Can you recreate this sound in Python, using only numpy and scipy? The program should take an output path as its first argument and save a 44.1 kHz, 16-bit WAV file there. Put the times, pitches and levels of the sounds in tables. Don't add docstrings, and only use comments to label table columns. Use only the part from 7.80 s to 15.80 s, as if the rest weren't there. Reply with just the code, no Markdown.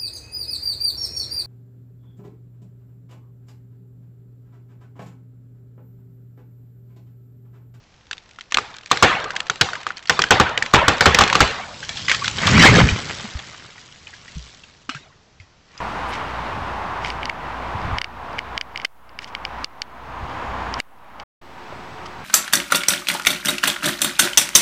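import sys
import numpy as np
from scipy import signal
from scipy.fft import rfft, irfft, next_fast_len
from scipy.io import wavfile
from scipy.ndimage import uniform_filter1d

SR = 44100
rng = np.random.default_rng(int(sys.argv[2]) if len(sys.argv) > 2 else 0)


def dump(signal):
    limited = np.clip(np.atleast_2d(signal).T, -1, 1)
    pcm = np.round(limited * 32767).astype(np.int16)
    wavfile.write(sys.argv[1], SR, pcm)


N = 352932


def amp(db):
    return 10 ** (np.asarray(db) / 20)


def unit(x):
    return x / np.sqrt(np.mean(x ** 2) + 1e-20)


def fade(t, t60):
    return amp(-60 * t / t60)


def along(points, hz):
    freqs, values = np.transpose(points)
    return np.interp(np.log(hz + 1), np.log(freqs + 1), values)


def filtered(x, response):
    size = next_fast_len(len(x) + 4096)
    return irfft(rfft(x, size) * response(np.fft.rfftfreq(size, 1 / SR)), size)[:len(x)]


def low_pass(hz, edge_hz):
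    return 1 / np.sqrt(1 + (hz / edge_hz) ** 56)


def coloured(x, spectrum):
    return unit(filtered(x, lambda hz: amp(along(spectrum, hz))))


def noise(spectrum, size):
    return coloured(rng.standard_normal(size), spectrum)


def add(track, start, sound):
    i = max(round(start * SR), 0)
    track[i:i + len(sound)] += sound[:max(len(track) - i, 0)]


def swell(start, end, db, rise_db_per_s, fall_db_per_s):
    t = np.arange(N) / SR
    return amp(db - rise_db_per_s * np.maximum(start - t, 0) - fall_db_per_s * np.maximum(t - end, 0))


def lumps(t, rate, depth_db):
    knots = np.arange(0, t[-1], 1 / rate)
    jumps = np.clip(rng.standard_normal(len(knots)), -2, 2)
    return unit(amp(depth_db * np.interp(t, knots, jumps)))


def resonant(x, spacing_hz, depth_db):
    grid = np.arange(0, SR / 2, spacing_hz)
    peaks_db = depth_db * np.clip(rng.standard_normal(len(grid)), -2, 2)
    return unit(filtered(x, lambda hz: amp(np.interp(hz, grid, peaks_db))))


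def patchy(x, depth_db):
    bands = signal.stft(x, nperseg=512)[2]
    patches = uniform_filter1d(rng.standard_normal(bands.shape), size=3, axis=0)
    patches = uniform_filter1d(patches, size=4, axis=1)
    return unit(signal.istft(bands * amp(depth_db * unit(patches)), nperseg=512)[1][:N])


def crackle(spectrum, rate, spread_db, t60, rustle):
    sizes = (rng.random(N) < rate / SR) * amp(spread_db * np.minimum(rng.standard_normal(N), 2))
    tail = fade(np.arange(SR // 20) / SR, t60)
    power = np.abs(signal.fftconvolve(sizes ** 2, tail ** 2)[:N])
    envelope = np.sqrt(power / power.mean() + rustle)
    return coloured(envelope * rng.standard_normal(N), spectrum)


# frequency in Hz, relative level in dB.
AIR_EQ = [(25,-6.5), (110,-2), (286,-12.5), (981,-15), (2500,-20), (6000,-22), (9000,-38.5)]


def still_air():
    return amp(-54) * noise(AIR_EQ, N)


# start and end of the
# hold in seconds, branch level in dB, rise and fall in dB per second, leaves over branches in dB.
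CROWN_MOVES = [(4.252, 4.603, -42, 21.5, 38, 10.5), (4.658, 4.987, -18, 170, 85, -4.5),
               (5.1, 5.307, -32.5, 148.5, 25, 0), (6.55, 6.647, -50.5, 8.5, 30, 5.5),
               (7.95, 8.0, -48.5, 132, 63, -5)]


def thrashing():
    gains = [swell(*shape) * amp([[0], [leaves_db]]) for *shape, leaves_db in CROWN_MOVES]
    return np.linalg.norm(gains, axis=0)


# frequency in Hz, relative level in dB.
EARTH_EQ = [(20, -29), (50, -5.5), (110, 3.5), (190, -2.5), (300, -11.5), (600, -20), (2000, -50)]


def earth_rumble():
    _, leaf_gain = thrashing()
    quake = swell(4.74, 5.04, db=-15, rise_db_per_s=135, fall_db_per_s=134)
    return (quake + amp(-8) * leaf_gain) * noise(EARTH_EQ, N)


# start in seconds, level in dB, settled pitch in Hz, time to fall 60 dB in seconds.
LANDINGS = [(3.268,-10.5,71,0.25), (3.614,-7,59.7,0.14), (4.738,-4.5,129.4,0.2), (4.745,-3.5,197.5,0.18),
            (4.785,-1,160,0.32), (4.886,-3,112.8,0.36), (4.945,-7,164.3,0.35), (5.013,0,111,0.12),
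            (5.033,-2.5,58,0.12), (5.12,-0.5,76,0.063), (5.442,-15.5,196.4,0.06), (5.552,-11,64,0.073),
            (6.555,-23.5,58.6,0.3), (6.566,-17.5,145.5,0.068), (7.09,-16,244,0.045),
            (7.151,-23.5,131,0.083), (7.599,-31.5,87,0.13)]


def thuds():
    out, t = np.zeros(N), np.arange(SR // 2) / SR
    for start, db, hz, t60 in LANDINGS:
        bend = 1 + 0.11 * np.exp(-t / 0.03)
        throb = np.sin(2 * np.pi * hz * np.cumsum(bend) / SR)
        attack = 1 - np.exp(-t / 0.0044)
        add(out, start, amp(db) * throb * attack * fade(t, t60))
    return out


# frequency in Hz, relative level in dB.
BRANCH_EQ = [(60,-33.5), (250,-3.5), (700,-4.5), (1400,-0.5), (2200,-1), (3500,-12.5), (8000,-35)]
LEAF_EQ = [(500, -30.5), (1800, -15), (3000, -1.5), (5000, -3.5), (7200, -8.5), (9000, -11.5)]
CRUSH_EQ = [(60,-27.5), (250,-0.5), (700,-6), (1100,-2), (2100,0.5), (3500,-9), (7500,-25)]
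# time of the peak in seconds, level in dB.
CROWN_HITS = [(4.857, 4.5), (4.99, -7)]


def crown():
    branch_gain, leaf_gain = thrashing()
    crush_gain = sum(swell(at, at, db, rise_db_per_s=213, fall_db_per_s=416) for at, db in CROWN_HITS)
    branches = patchy(crackle(BRANCH_EQ, rate=280, spread_db=6.5, t60=0.013, rustle=0.81), depth_db=1.5)
    leaves = patchy(crackle(LEAF_EQ, rate=280, spread_db=4, t60=0.0065, rustle=0.87), depth_db=2.5)
    crush = patchy(crackle(CRUSH_EQ, rate=690, spread_db=8, t60=0.01, rustle=1), depth_db=6)
    return branch_gain * branches + leaf_gain * leaves + crush_gain * crush


# frequency in Hz, relative level in dB.
ECHO_EQ = [(40,-11.5), (130,-4.5), (300,-13), (560,-6.5), (850,-3), (1300,-0.5), (2200,-4), (3500,-6.5),
           (5000,-16), (8000,-22)]
# frequency in Hz, time to fall 60 dB in seconds.
ECHO_DECAY = [(100,0.8), (500,1.08), (1100,0.84), (3000,0.6), (5000,0.58), (8000,.42)]


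def forest_echo(t, splinter_db, near_db, near_t60, far_db, clump_db):
    hz, lag, bands = signal.stft(noise(ECHO_EQ, len(t)), SR, nperseg=512)
    clumps = amp(clump_db * unit(uniform_filter1d(rng.standard_normal(bands.shape), size=4, axis=1)))
    treble_db = np.clip(5.4 * (splinter_db + 8.5), -9, 7)
    shelf = amp(along([(3000, 0), (4300, treble_db)], hz))[:, None]
    decay = fade(lag, along(ECHO_DECAY, hz)[:, None])
    far = signal.istft(bands * clumps * shelf * decay, SR, nperseg=512)[1][:len(t)]
    near = noise(ECHO_EQ, len(t)) * lumps(t, rate=510, depth_db=5) * fade(t, near_t60)
    attack = 1 - np.exp(-t / 0.0046)
    return (amp(near_db) * near + amp(far_db) * far) * attack


# frequency in Hz, relative level in dB.
SPLINTER_EQ = [(100,-17.5), (600,-19), (1100,-7.5), (1700,2.5), (3200,2), (4500,-2.5), (7000,-8.5),
               (9000,-14)]


def fracture(t, hz, splinter_db, ring_t60, tear_t60, spacing_hz, depth_db):
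    ring = (np.sin(2 * np.pi * hz * t) + 0.5 * np.sin(2 * np.pi * 1.2 * hz * t)) * fade(t, ring_t60)
    splinters = resonant(noise(SPLINTER_EQ, len(t)), spacing_hz, depth_db)
    tear = splinters * lumps(t, rate=1100, depth_db=6) * fade(t, tear_t60)
    tick = 0.49 * splinters * fade(t, 0.0023)
    attack = 1 - np.exp(-t / 0.00047)
    return (ring + amp(splinter_db) * (tear + tick)) * attack


# start in seconds, relative level in dB, ring pitch in Hz, splinter mix in dB.
BRANCH_BREAKS = [(4.029,-21.5,1604,-11), (4.092,-18.5,3360,-2), (4.170,-21.5,3390,-5),
                 (4.282,-11,2010,-1.5), (4.296,-12,1890,4.5), (4.304,-12,2140,-12), (4.315,-7.5,1600,2),
                 (4.346,-19,3440,5.5), (4.444,-14,1470,3.5), (4.457,-16.5,3380,-17), (4.479,-21,3730,8),
                 (4.584,-14.5,3130,-3.5), (4.670,-14.5,3750,6.5), (4.677,-7,1145,-16), (5.0879,-9,2420,-22),
                 (5.591,-27,3350,-2), (5.980,-33,1920,-20), (6.27,-29.5,2500,-15), (6.337,-31.5,1660,-22),
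                 (6.481,-32,1930,-22), (6.836,-34.5,2710,-15), (7.093,-18,1250,-1), (7.148,-25.5,1373,-0.5),
                 (7.6,-36.5,2136,-16), (7.977,-33,5020,-10)]


def breaking_branches():
    out, t = np.zeros(N), np.arange(SR // 2) / SR
    for start, db, hz, splinter_db in BRANCH_BREAKS:
        crack = amp(3.5) * fracture(t, hz, splinter_db, ring_t60=0.027, tear_t60=0.023,
                                    spacing_hz=172.6, depth_db=3.5)
        twigs = resonant(noise(SPLINTER_EQ, len(t)), spacing_hz=123.4, depth_db=5.5)
        chatter = amp(-12) * twigs * fade(t, 0.23)
        echo = forest_echo(t, splinter_db, near_db=-20, near_t60=0.099, far_db=-35, clump_db=11.5)
        add(out, start, amp(db) * (crack + chatter + echo))
    return out


def tearing_fibres():
    lean = swell(1.0, 3.55, db=-42, rise_db_per_s=23, fall_db_per_s=120.5)
    rip = swell(3.55, 3.61, db=-24, rise_db_per_s=55, fall_db_per_s=120.5)
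    return (lean + rip) * crackle(SPLINTER_EQ, rate=190, spread_db=8, t60=0.018, rustle=0.01)


# frequency in Hz, relative level in dB.
TRUNK_EQ = [(25,-31.5), (60,2.5), (130,0.5), (280,-6.5), (490,0.5), (620,-14.5), (790,1), (1300,-33.5),
            (4000,-46.5)]


def trunk_knock(t, start):
    low_cut_hz = np.interp(start, [1.2, 1.9], [115, 36])
    body = filtered(noise(TRUNK_EQ, len(t)), lambda hz: hz ** 2 / (hz ** 2 + low_cut_hz ** 2))
    attack = 1 - np.exp(-t / 0.00071)
    return body * attack * fade(t, 0.16)


# start in seconds, relative level in dB, ring pitch in Hz, splinter mix in dB.
HINGE_SNAPS = [(0.3115,-18,1590,0.5), (0.3296,-23.5,3740,2.5), (0.38,-28.5,3650,-7.5),
               (0.587,-23.5,1400,-7.5), (0.609,-25.5,3210,1), (0.722,-14,1180,0), (0.7439,-5,3470,-3),
               (0.771,-4.5,1190,-4), (0.785,-2.5,1240,-8), (0.9413,-28,3620,-6), (1.1136,6.5,1164,-7),
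               (1.172,-11.5,1630,-7.5), (1.2252,18,1153,-9), (1.4422,-20,1110,2), (1.5053,-14,1580,-7),
               (1.5629,-14.5,1690,4.5), (1.6032,-17,1980,1), (1.698,-2.5,1435,-7.5), (1.811,5,1592,-0.5),
               (1.888,-14,1240,-13.5), (1.9332,-12.5,1510,-7.5), (1.9538,-15.5,1650,-10.5),
               (2.0668,-7,1240,-18), (2.105,-11,1440,-17), (2.17,-22,4430,-6), (2.273,-21.5,4410,-7.5),
               (2.2958,5.5,1494,-4), (2.3919,2,1215,-8.5), (2.419,-11,2090,4.5), (2.439,-2.5,1550,-6.5),
               (2.5071,16,1512,-8.5), (2.599,13,1190,-18), (2.776,-4,2007,-6.5), (2.824,-3.5,1840,-4.5),
               (2.861,-14,2023,-2.5), (2.937,19,1190,-14.5), (3.081,12,1160,-8.5), (3.2083,8,1500,-2.5),
               (3.257,16,1303,-9), (3.346,5,2050,-6.5), (3.3869,11,1180,-7.5), (3.409,12,1180,-11.5),
               (3.4376,-10.5,3150,2.5), (3.4988,-10,1750,2), (3.5275,-1,1075,-3.5), (3.5527,7,1200,-7.5),
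               (3.6046,14,1346,-8)]


def hinge():
    out = np.zeros(N)
    t, echo_t = np.arange(SR // 5) / SR, np.arange(3 * SR // 4) / SR
    for start, db, hz, splinter_db in HINGE_SNAPS:
        thickness = 1 / (2 + np.exp(-(db + 0.5) / 5))
        knock = thickness * amp(-14.5) * trunk_knock(t, start)
        crack = amp(3) * fracture(t, hz, splinter_db, ring_t60=0.014, tear_t60=0.02 + 0.0051 * thickness,
                                  spacing_hz=190.7, depth_db=4)
        power = 1 + 1.6 * amp(splinter_db) ** 2
        send = amp(-1.53 + 0.22 * db) * np.sqrt(power)
        echo = forest_echo(echo_t, splinter_db, near_db=-20.5, near_t60=0.097, far_db=-34.5, clump_db=5.5)
        add(out, start, amp(db) * (crack + knock))
        add(out, start, amp(db) * send * echo)
    return out


def scene():
    wood = hinge() + tearing_fibres() + breaking_branches()
    return (wood + crown() + thuds() + earth_rumble() + still_air())[None]


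def record(dry):
    mic_hz, top_hz, ceiling, hardness = 7900, 16200, 0.72, 14
    heard = filtered(dry[0], lambda hz: low_pass(hz, mic_hz))
    overloaded = heard / (1 + np.abs(heard / ceiling) ** hardness) ** (1 / hardness)
    # frequency in Hz, gain in dB.
    shelf = [(7800, -1), (9000, -13), (16000, -12)]
    return filtered(overloaded, lambda hz: amp(along(shelf, hz)) * low_pass(hz, top_hz) ** 3)[None]


dry = scene()
out = record(dry)
dump(out)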